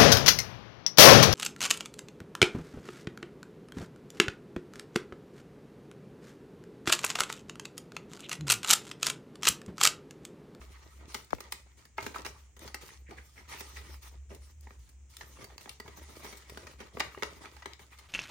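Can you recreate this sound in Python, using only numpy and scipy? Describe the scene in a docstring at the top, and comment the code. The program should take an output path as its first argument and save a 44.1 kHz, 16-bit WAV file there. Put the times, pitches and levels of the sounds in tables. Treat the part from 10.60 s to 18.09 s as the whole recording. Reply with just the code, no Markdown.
"""Banknotes are handled at a vinyl binder pocket on a desk in a small room, over a low hum and faint hiss.
First a stack is tucked in while the desk takes one sharp knock; then the pocket is turned and smoothed down.
Next, notes are drawn out, fanned and counted; at last they are squared up and pushed back in, with snaps.
Paper and vinyl slide as shaped noise, creases snap as short noise bursts, and taps ring as fading sines.
The knock is a tone of steeply falling pitch, the hum a wavering sine over a narrow rumble."""
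import sys
import numpy as np
from scipy import signal
from scipy.fft import rfft, irfft
from scipy.io import wavfile
from scipy.ndimage import map_coordinates

SR = 44100
rng = np.random.default_rng(int(sys.argv[2]) if len(sys.argv) > 2 else 0)


def put_to_file(sound):
    """Save the sound as 16-bit audio at rate SR, in the file named by the first command-line argument."""
    columns = np.atleast_2d(sound).T  # one column per channel
    safe = np.clip(columns, -1, 1)
    whole_steps = np.round(safe * 32767)
    wavfile.write(sys.argv[1], SR, whole_steps.astype(np.int16))


N = 330210


def from_db(db):
    """Decibels to gain."""
    return 10 ** (np.asarray(db) / 20)


def rms_one(x):
    """Scale to rms 1."""
    return x / np.sqrt(np.mean(x ** 2) + 1e-20)


def in_time(rows):
    """Read the columns of a (seconds, values) curve at every sample."""
    s, *columns = np.transpose(rows)
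    return [np.interp(np.arange(N) / SR, s, column) for column in columns]


def at_hz(points, hz):
    """Read a (Hz, value) table on a log-frequency axis."""
    f, value = np.transpose(points)
    return np.interp(np.log(np.maximum(hz, 1)), np.log(f), value)


def drift(rate):
    """A random course of rms 1, joining two random points per cycle of the rate (Hz)."""
    knots = rng.standard_normal(int(N / SR * rate * 2) + 2)
    return rms_one(np.interp(np.arange(N) / SR * rate * 2, np.arange(len(knots)), knots))


def band(x, low, high):
    """Band-pass between two frequencies in Hz."""
    sos = signal.butter(2, [low, min(high, .45 * SR)], "band", fs=SR, output="sos")
    return signal.sosfilt(sos, x)


def coloured(x, spectrum):
    """Give a signal a (Hz, dB) spectrum."""
    n = x.shape[-1]
    return irfft(rfft(x) * from_db(at_hz(spectrum, np.fft.rfftfreq(n, 1 / SR))), n)


# How alike left and right are.
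# Each row: frequency in Hz, likeness from 0 (unrelated) to 1 (the same).
LEFT_RIGHT_LIKENESS = [(60, 1), (150, 0.54), (400, 0.79), (1200, 0.2), (2400, 0.37), (4400, 0.11),
                       (8000, 0.024), (13500, 0.44)]


def left_right(pair):
    """Two unrelated signals become left and right, alike in the bass and mostly apart in the treble."""
    n = pair.shape[-1]
    alike = at_hz(LEFT_RIGHT_LIKENESS, np.fft.rfftfreq(n, 1 / SR))
    mid, side = rfft(pair)
    return irfft(np.sqrt(1 + alike) * mid + np.sqrt(1 - alike) * side * [[1], [-1]], n)


def stereo_noise(n):
    """White noise of n samples, made into left and right."""
    return left_right(rng.standard_normal((2, n)))


def resonate(x, modes):
    """Lift each (Hz, width Hz, dB) resonance out of the signal; negative dB makes a dip."""
    for hz, width, lift_db in modes:
        r = np.exp(-np.pi * width / SR)
        poles = [1, -2 * r * np.cos(2 * np.pi * hz / SR), r * r]
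        peak = (1 - r * r) / 2 * signal.lfilter([1, 0, -1], poles, x)
        x = x + (from_db(lift_db) - 1) * peak
    return x


def add(out, sound, s):
    """Mix a sound in at a time in seconds."""
    i = int(s * SR)
    out[:, i:i + sound.shape[1]] += sound[:, :N - i]


# Strokes of the hands: tucking in from 0 s, turning and smoothing the pocket from 1.4 s,
# drawing out and counting from 2.9 s, squaring up and pushing back in from 5.2 s.
# Each row: start in seconds, length in seconds, then levels in dB for flexing, rubbing and sliding,
# before the layers' own trims.
HAND_STROKES = [ (0.0, 0.029, -57, -53, -57), (0.06, 0.32, -71, -60, -63.5), (0.203, 0.047, -61, -60, -76),
                (0.38, 0.082, -58, -55.5, -76), (0.472, 0.075, -61, -57, -52.5),
                (0.543, 0.044, -55, -51.5, -53.5), (0.714, 0.022, -53, -56.5, -58),
                (0.784, 0.1, -63, -58.5, -67), (0.904, 0.038, -57.5, -59, -54),
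                (1.053, 0.072, -87, -63.5, -72), (1.164, 0.047, -65, -59.5, -61.5),
                (1.367, .04, -65, -51.5, -58), (1.412, 0.067, -49, -48.5, -49.5),
                (1.536, 0.038, -53, -48, -53), (1.644, 0.017, -50, -63, -48), (1.71, 0.13, -75, -64.5, -65),
                (1.993, 0.057, -59, -52, -55), (2.048, 0.014, -57, -52.5, -55),
                (2.206, 0.017, -52.5, -48, -49), (2.265, 0.053, -59, -54.5, -56),
                (2.483, 0.048, -53.5, -56, -64), (2.566, 0.013, -55, -53, -57.5),
                (2.62, 0.15, -89, -79, -61.5), (2.753, 0.055, -60, -56, -59.5),
                (2.872, .14, -58, -47.5, -49.5), (3.017, 0.15, -64, -57.5, -53.5),
                (3.186, .16, -58, -55, -55.5), (3.41, 0.061, -68, -56, -52),
                (3.518, 0.028, -63.5, -59.5, -79), (3.688, .055, -56, -61.5, -61.5),
                (3.8, 0.088, -71.5, -67.5, -61.5), (4.014, 0.11, -66, -66, -64),
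                (4.178, 0.092, -84, -68, -63.5), (4.49, 0.06, -83, -65, -58.5),
                (4.562, 0.26, -60, -59, -55.5), (4.755, 0.17, -57.5, -57.5, -64),
                (4.984, 0.14, -62.5, -57.5, -56), (5.234, 0.1, -59, -57.5, -60.5),
                (5.356, 0.058, -55.5, -52, -53), (5.454, 0.2, -56, -56, -54.5),
                (5.622, 0.049, -50, -48, -47.5), (5.686, 0.14, -66, -55.5, -58),
                (5.864, 0.11, -57.5, -56, -58), (5.984, 0.13, -57, -53.5, -56.5),
                (6.176, 0.078, -57, -53.5, -63), (6.326, 0.085, -53.5, -57.5, -60),
                (6.414, 0.11, -58, -52.5, -59), (6.521, 0.11, -61, -54, -59.5),
                (6.63, 0.055, -54.5, -55, -56), (6.71, 0.074, -60.5, -58.5, -59.5),
                (6.8, 0.058, -57, -50.5, -57), (6.903, 0.096, -67, -56.5, -61.5),
                (7.05, 0.067, -67, -56.5, -64), (7.192, 0.026, -60.5, -55.5, -59),
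                (7.305, 0.032, -71, -56, -64), (7.356, 0.089, -69, -58.5, -63.5)]
# Notes merely held stir a little: flexing, rubbing and sliding, each in dB before the same trims.
HELD_LEVELS = (-103, -87, -104)


def handling(attack_s=0.011, swell_share=0.13, sag_db_per_s=6.5, release_db_per_s=177, grip_db=1.25, grip_hz=28):
    """Each stroke swells (a long one more gently), sags and dies away; powers add up under an uneven grip."""
    t = np.arange(0, N, 40) / SR
    power = from_db(HELD_LEVELS)[:, None] ** 2 * np.ones(len(t))
    for s, length_s, *levels_db in HAND_STROKES:
        age = np.maximum(t - s, 0)
        swell = np.minimum(age / (attack_s + swell_share * length_s), 1)
        fall_db = sag_db_per_s * age + release_db_per_s * np.maximum(age - length_s, 0)
        power = power + np.outer(from_db(levels_db), swell * from_db(-fall_db)) ** 2
    gains = in_time(np.column_stack([t, *np.sqrt(power)]))
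    # the fingers catch and let go, shaking all three gains together
    return gains * from_db(grip_db * drift(grip_hz))


def shifting(x, depth_db, steps_per_s=30, steps_per_octave=9):
    """A bending sheet keeps changing its resonances: narrow peaks and valleys come and go."""
    hz, s, cells = signal.stft(x, SR, nperseg=1024)
    octaves = np.log2(1 + hz / 500)
    where = np.meshgrid(octaves * steps_per_octave, s * steps_per_s, indexing="ij")
    chance = map_coordinates(rng.standard_normal((96, 512)), where, order=1, mode="wrap")
    return signal.istft(cells * from_db(depth_db * chance), SR)[1][:, :N]


# Resonances of the pocket and binder, heard in the friction here and in the snaps below.
# Each row: frequency in Hz, width in Hz, lift in dB.
POCKET_RESONANCES = [(357, 166, 10.5), (930, 180, 8), (1234, 86, 8.5), (1928, 110, 6.5), (2217, 270, 5),
                     (3830, 930, 0.5), (4040, 110, 1.5), (9800, 900, 9)]


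def friction(spectrum, per_s, spread_db, grain_s, smooth, flutter_db, shift_db=3.5):
    """Fibres slip in a smooth hiss while tiny creases give way at random, each a short burst."""
    sizes = from_db(spread_db * np.minimum(rng.exponential(1, N), 3.5))
    born = rng.random(N) < per_s * from_db(4 * drift(8)) / SR   # the rate itself wanders
    power = signal.lfilter([1], [1, -np.exp(-2 / (grain_s * SR))], born * sizes ** 2 + 1e-18)
    # smooth: power of the steady hiss, compared with the bursts' average
    envelope = np.sqrt(smooth + power / power.mean()) * from_db(flutter_db * drift(16))
    noise = shifting(rng.standard_normal((2, N)), shift_db)
    return rms_one(resonate(coloured(left_right(noise * envelope), spectrum), POCKET_RESONANCES))


# Tone colours of the flexing pocket, the rubbing notes, the sliding notes and their sizzling edges.
# Each row of all four: frequency in Hz, relative level in dB.
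FLEX_COLOUR = [(30, -23), (80, 3.5), (130, 0.5), (250, -8), (400, -10), (650, -9.5), (1000, -54),
               (2000, -58)]
RUB_COLOUR = [(60, -70), (300, -16), (550, -28), (800, -2.5), (1500, -1.5), (2200, -1), (3200, -4),
              (4500, -4.5), (8000, -47)]
SLIDE_COLOUR = [(1800, -31), (3000, -1), (4000, -2.5), (6000, 3.5), (8000, -3), (9800, -0.5), (11300, -16),
                (14000, -15)]
SIZZLE_COLOUR = [(5000, -21), (9800, -4.5), (11500, -23), (13500, 9.5), (15800, -5.5)]


def rustle(flexing, rubbing, sliding, flex_db=0.0, rub_db=-3.0, slide_db=-0.5, sizzle_db=-7.0):
    """The pocket flexes, notes rub on each other and slide along the vinyl, their edges sizzling."""
    flex = friction(FLEX_COLOUR, per_s=49, spread_db=3.0, grain_s=0.0017, smooth=0.81, flutter_db=1.0)
    rub = friction(RUB_COLOUR, per_s=160, spread_db=3.5, grain_s=0.024, smooth=0.67, flutter_db=1.5)
    slide = friction(SLIDE_COLOUR, per_s=260, spread_db=0.5, grain_s=0.0016, smooth=6.4, flutter_db=1.03)
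    sizzle = friction(SIZZLE_COLOUR, per_s=150, spread_db=4.0, grain_s=.001, smooth=2.0, flutter_db=3.5)
    out = from_db(flex_db) * flexing * flex + from_db(rub_db) * rubbing * rub
    return out + sliding * (from_db(slide_db) * slide + from_db(sizzle_db) * sizzle)


def crinkles(rubbing, per_s=55, spread_db=3.5, cycles=3.3, level_db=-9.0, count=18):
    """Under the rubbing, small facets of the paper flip over, each ringing a few cycles at its own pitch."""
    sizes = from_db(spread_db * np.minimum(rng.exponential(1, N), 3)) * rng.choice([-1, 1], N)
    flips = sizes * (rng.random(N) < per_s / SR)
    facet = rng.integers(0, count, N)
    t = np.arange(SR // 40) / SR
    out = 0
    for k, hz in enumerate(np.geomspace(600, 5000, count)):
        burst = stereo_noise(len(t)) * np.exp(-t * hz / cycles)
        ring = rms_one(band(burst, hz / 1.45, hz * 1.64))
        out = out + signal.oaconvolve((flips * (facet == k))[None], ring, axes=1)[:, :N]
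    return from_db(level_db) * rubbing * rms_one(out)


# Edges in Hz of the four pitch ranges of a snap: thud, body, crack and sizzle.
RANGE_EDGES = [150, 700, 2500, 6500, 16000]


def snap(levels_db, fade_s, rise_s=0.00061, low_linger=1.4, hold=1.7, after_db=-18.0,
         sheet_db=8.0, sheet_q=15.0, size=4096):
    """A sheet buckles: a burst of bending waves, ringing at pitches drawn anew for each snap."""
    t = np.arange(size) / SR
    pitches = np.geomspace(1500, 14000, num=8) * 2 ** rng.uniform(-.25, .25, 8)
    sheet = [(hz, hz / sheet_q, sheet_db) for hz in pitches]
    first = int(.009 * SR)   # the level is set over the first 9 ms
    out = 0
    for k, level_db in enumerate(levels_db):
        low, high = RANGE_EDGES[k], RANGE_EDGES[k + 1]
        age = t / (fade_s * hold * (low_linger if k == 0 else 1))
        # the crease runs for a few milliseconds, stops, and the sheet shivers on
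        fade = np.exp(-age ** 2) + from_db(after_db) * np.exp(-age / 2)
        envelope = (1 - np.exp(-(t / rise_s) ** 2)) * fade
        burst = resonate(stereo_noise(size) * envelope, POCKET_RESONANCES + sheet)
        burst = band(band(burst, low, high), low / 2, high * 1.28)
        loudness = np.sqrt(np.mean(burst[:, :first] ** 2, axis=1, keepdims=True))
        out = out + from_db(level_db) * burst / loudness
    return out


# Creases and stiff vinyl snapping.
# Each row: start in seconds, level in dB at the centre before the range trims, centre pitch in Hz,
# spread in octaves, left over right in dB, fade time in seconds before snap() stretches it.
CREASE_SNAPS = [(0.5436, -36.5, 3100, 1.9, -1, 0.0038), (0.5481, -41, 1280, 1.8, 10, 0.0024),
                (0.644, -60.5, 9000, 1.7, 3, 0.0037), (0.7047, -50.5, 2000, 1.56, 5, 0.0035),
                (0.748, -55.5, 1200, 3, 4, 0.0018), (0.7826, -50, 600, 1.6, -1, 0.0028),
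                (0.8039, -45.5, 2400, 3, 0.5, 0.0032), (0.9214, -36, 5100, 2.2, .5, 0.0029),
                (1.252, -57.5, 2400, 2.4, 1, 0.003), (1.3794, -49.5, 2500, 1.7, 3, 0.0014),
                (1.3815, -33.5, 900, 1.11, 0.5, 0.0053), (1.4251, -46.5, 2200, 1.9, 2, 0.0075),
                (1.4639, -37.5, 750, 2.8, 0.5, 0.0028), (1.543, -42, 1250, 1.16, -5, 0.0055),
                (1.5554, -51.5, 2000, 4.5, 5, 0.0095), (1.589, -46.5, 550, 1.5, 0, 0.007),
                (1.648, -40.5, 1810, 1.65, -4, 0.012), (1.663, -42.5, 1900, 2.03, 9, 0.0019),
                (1.9646, -58.5, 1500, 3.2, 0, 0.0074), (1.9917, -56.5, 9000, 3.4, 1, .0031),
                (2.0472, -50, 300, 2.2, -2, 0.0035), (2.076, -47, 2600, 1.5, 2, 0.0049),
                (2.1433, -39, 2440, 2.22, 0.5, 0.0043), (2.508, -51, 705, 2.7, 1, 0.004),
                (3.0054, -44.5, 1510, 3.3, -3, 0.0045), (3.1667, -48.5, 2110, 1.8, 0.5, 0.019),
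                (3.7028, -48, 600, 1.03, -1.5, 0.015), (3.747, -55.5, 11200, 2.8, 1, 0.0034),
                (4.008, -59, 13000, 1, 2, 0.0017), (4.0697, -49, 700, 1.0, -2, 0.0018),
                (4.1061, -51.5, 766, 1.5, 0, 0.0016), (4.29, -63, 12000, 3.5, 1, 0.0065),
                (4.5672, -48, 5500, 1.6, 1, 0.0023), (4.609, -42, 1700, 1.1, -1.5, 0.0034),
                (4.8416, -50.5, 3530, 3.3, -2, 0.0046), (4.9794, -45.5, 3120, 1.23, -1, 0.0018),
                (5.009, -55, 3500, 1.8, 1, .005), (5.0565, -48, 744, 1.7, -1, 0.0037),
                (5.0924, -42, 5500, 1.3, 3.5, 0.0029), (5.1991, -43.5, 1360, 2.1, 0, .0036),
                (5.2775, -49, 950, 2.33, 1, 0.0049), (5.6433, -47.5, 600, 3.7, -1, 0.0083),
                (5.7247, -48.5, 1100, 2.4, 1, 0.0089), (5.77, -52, 7500, 1, 5, .008),
                (5.8958, -50.5, 2460, 3.2, 2.5, 0.0038), (5.9725, -44, 1000, 2.34, 1, 0.0034),
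                (6.068, -46.5, 1390, 1.8, 2, 0.0047), (6.2016, -46.5, 1000, 2.1, -0.5, 0.01),
                (6.3695, -38.5, 650, 1.2, 1, 0.0029), (6.396, -40, 2550, 2.3, -1, 0.0046),
                (6.402, -26, 1880, 1.28, 2, 0.0041), (6.4066, -30, 845, 1.1, -2, 0.0032),
                (6.5727, -43.5, 517, 1.4, 2, 0.0044), (6.6227, -33, 800, 1.9, -5, 0.0032),
                (6.6317, -31.5, 1390, 1.73, 5.5, .0019), (6.8557, -46, 1120, 1.5, 1, 0.0017),
                (6.965, -53.5, 1500, 1.8, -5, 0.0036), (7.021, -46.5, 1800, 1, 1, 0.006),
                (7.0568, -39, 1160, 1.84, 3, 0.003), (7.133, -48, 4200, 0.79, 5.5, 0.0017),
                (7.1921, -53.5, 1280, 1.86, 4, 0.0056), (7.3851, -55, 3520, 2.1, 3, 0.0091)]


def snaps(range_trims_db=(-1.0, -0.7, -0.5, 5.5), skirt_db=6.0):
    """Before trims, snaps peak at a centre pitch: low for the slack pocket, high for a crisp crease."""
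    out = np.zeros((2, N))
    range_hz = np.sqrt(np.multiply(RANGE_EDGES[:-1], RANGE_EDGES[1:]))
    for s, level_db, centre_hz, spread, pan_db, fade_s in CREASE_SNAPS:
        # one spread away from its centre a snap is weaker by the skirt
        levels_db = level_db - skirt_db * (np.log2(range_hz / centre_hz) / spread) ** 2
        pan = from_db([[pan_db / 2], [-pan_db / 2]])
        add(out, snap(levels_db + range_trims_db, fade_s) * pan, s)
    return out


# Fingers tapping the stiff pocket.
# Each row: start in seconds, level in dB, pitch in Hz.
FINGER_TAPS = [(1.3828, -23, 912), (2.144, -22, 2050), (4.0697, -46, 930), (4.771, -46, 1157),
               (4.902, -49.5, 780), (5.075, -43.5, 810), (5.261, -43.5, 934), (6.3693, -38.5, 482),
               (6.547, -35, 1200)]
# What a tap rings with.
# Each row: multiple of the pitch, level in dB on top of the tap's, cycles until it is 60 dB down.
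TAP_RINGS = [(1.0, 6.5, 15.4), (1.42, 4, 12), (2.36, -8, 120)]


def taps(rise_s=0.0012, soft_hz=2600):
    """A fingertip bends the pocket and lets it ring briefly; soft skin excites little treble."""
    t = np.arange(SR // 10) / SR
    out = np.zeros((2, N))
    for s, level_db, hz in FINGER_TAPS:
        ring = 0
        for multiple, mode_db, cycles in TAP_RINGS:
            turns = t * hz * multiple
            ring = ring + from_db(mode_db - 60 * turns / cycles) * np.sin(2 * np.pi * turns)
        add(out, from_db(level_db) * ring * (1 - np.exp(-t / rise_s)) * np.ones((2, 1)), s)
    return signal.sosfilt(signal.butter(4, soft_hz, fs=SR, output="sos"), out + 1e-18)


# Fingertips dragging over vinyl.
# Each row: start in seconds, level in dB, pitch in Hz, length in seconds.
FINGER_SCUFFS = [(1.553, -38, 1124, 0.017), (1.745, -63.5, 1080, 0.049), (2.286, -57, 2030, 0.024),
                 (2.456, -62, 2000, 0.064), (2.514, -51, 810, 0.018), (2.568, -52, 1900, 0.029),
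                 (2.757, -57.5, 2040, 0.053), (3.159, -49, 2170, 0.02), (6.33, -68, 3570, 0.024),
                 (6.411, -55, 2130, 0.056)]


def scuffs(q=2.95, grit_db=4.0):
    """Skin sticks and slips on the vinyl, which answers in one narrow band."""
    out = np.zeros((2, N))
    grit = from_db(grit_db * drift(140))
    for s, level_db, hz, length_s in FINGER_SCUFFS:
        n, i = int(length_s * SR), int(s * SR)
        noise = band(stereo_noise(SR // 4)[:, :n], hz * (1 - .5 / q), hz * (1 + .5 / q))
        add(out, from_db(level_db) * rms_one(noise * np.hanning(n) ** .5 * grit[i:i + n]), s)
    return out


def knock(s=.7311, gain_db=-7.0, fall_hz=1600, end_hz=25, spread_s=.00085, fade_s=0.0015,
          rise_s=.0001, soft_hz=1800, right_db=-12.5):
    """A knock runs through the desk top: high bending waves arrive first, so the pitch falls steeply."""
    t = np.arange(SR // 10) / SR
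    hz = end_hz + fall_hz / (1 + t / spread_s)
    fade = np.exp(-t / fade_s) + 0.057 * np.exp(-t / 0.02)
    wave = -np.sin(2 * np.pi * np.cumsum(hz) / SR) * (1 - np.exp(-t / rise_s)) * fade
    wave = signal.sosfilt(signal.butter(2, soft_hz, fs=SR, output="sos"), wave)   # a soft contact
    out = np.zeros((2, N))
    sides = np.array([[1], [-from_db(right_db)]])   # the two sides move in opposition
    add(out, from_db(gain_db) * wave * sides, s)
    return out


# Colour of the room's tail. Each row: frequency in Hz, relative level in dB.
TAIL_COLOUR = [(100, -1), (400, 4.5), (1200, -2.5), (2500, -1.5), (6000, -1), (16000, -3)]
# How fast the tail dies. Each row: frequency in Hz, seconds to fall by 60 dB.
TAIL_T60 = [(200, 0.12), (530, 0.25), (1400, 0.35), (3700, 0.3), (9700, 0.24), (16000, 0.075)]


def room(x, onset_s=0.0019):
    """Diffuse reflections of a small room, dying away band by band."""
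    t = np.arange(SR // 2) / SR
    edges = np.geomspace(100, 17000, num=9)
    tail = 0
    for low, high in zip(edges, edges[1:]):
        hz = np.sqrt(low * high)
        level_db = at_hz(TAIL_COLOUR, hz) - 60 * t / at_hz(TAIL_T60, hz)
        tail = tail + band(stereo_noise(len(t)), low, high) * from_db(level_db)
    tail = tail * (1 - np.exp(-(t / onset_s) ** 2))
    return signal.fftconvolve(x, tail / np.sqrt(np.sum(tail ** 2) / 2), axes=1)[:, :N]


# Slow course of the hum.
# Each row: time in seconds, level in dB before the hum's own trim and waver.
HUM_COURSE = [(0.0, -53), (1.25, -61), (1.5, -54.5), (2.95, -57), (3.15, -50), (3.7, -50), (4.1, -54),
              (5.6, -58), (6.4, -55.5), (7.49, -62.5)]


def hum(hz=67.3, waver_hz=2.664, waver_db=1.46, rumble_db=-4.0, trim_db=-1.0):
    """A low hum wavers at random in pitch and strength over a narrow rumble."""
    tone = np.sqrt(2) * np.sin(2 * np.pi * np.cumsum(hz + waver_hz * drift(3.4)) / SR)
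    rumble = rms_one(band(band(stereo_noise(N), 56.4, 76.6), 37.6, 89.4))
    level_db = in_time(HUM_COURSE)[0] + trim_db + waver_db * drift(8.1)
    return from_db(level_db) * (tone + from_db(rumble_db) * rumble)


# Colour of the background hiss. Each row: frequency in Hz, relative level in dB.
HISS_COLOUR = [(25, -3), (60, 5), (115, 16.5), (170, 3), (300, 0.5), (600, -8.5), (1500, -11), (2300, -7),
               (4500, -19.5), (5800, -7.5), (6900, -1.5), (9000, -9), (11500, -30), (15000, -20)]


def hiss(level_db=-66.0):
    """A faint steady noise with a fixed spectrum."""
    return from_db(level_db) * rms_one(coloured(stereo_noise(N), HISS_COLOUR))


def scene():
    """Paper and vinyl close by; the room answers the snaps, taps and scuffs."""
    flexing, rubbing, sliding = handling()
    paper = rustle(flexing, rubbing, sliding) + crinkles(rubbing)
    cracks = snaps() + taps() + scuffs()
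    reflections = from_db(-9.5) * room(cracks)
    return paper + cracks + knock() + reflections + hum() + hiss()


# A broad dip in the treble around 11 kHz.
# Each row: frequency in Hz, width in Hz, change in dB.
TREBLE_DIPS = [(11180, 4550, -11.5), (11440, 4000, -13)]


def record(dry, cutoff_hz=16350):
    """Dip the treble near 11 kHz and cut the top with a steep low-pass."""
    steep = signal.ellip(10, .1, 80, cutoff_hz, fs=SR, output="sos")
    return signal.sosfilt(steep, resonate(dry, TREBLE_DIPS))


dry = scene()
out = record(dry)
put_to_file(out)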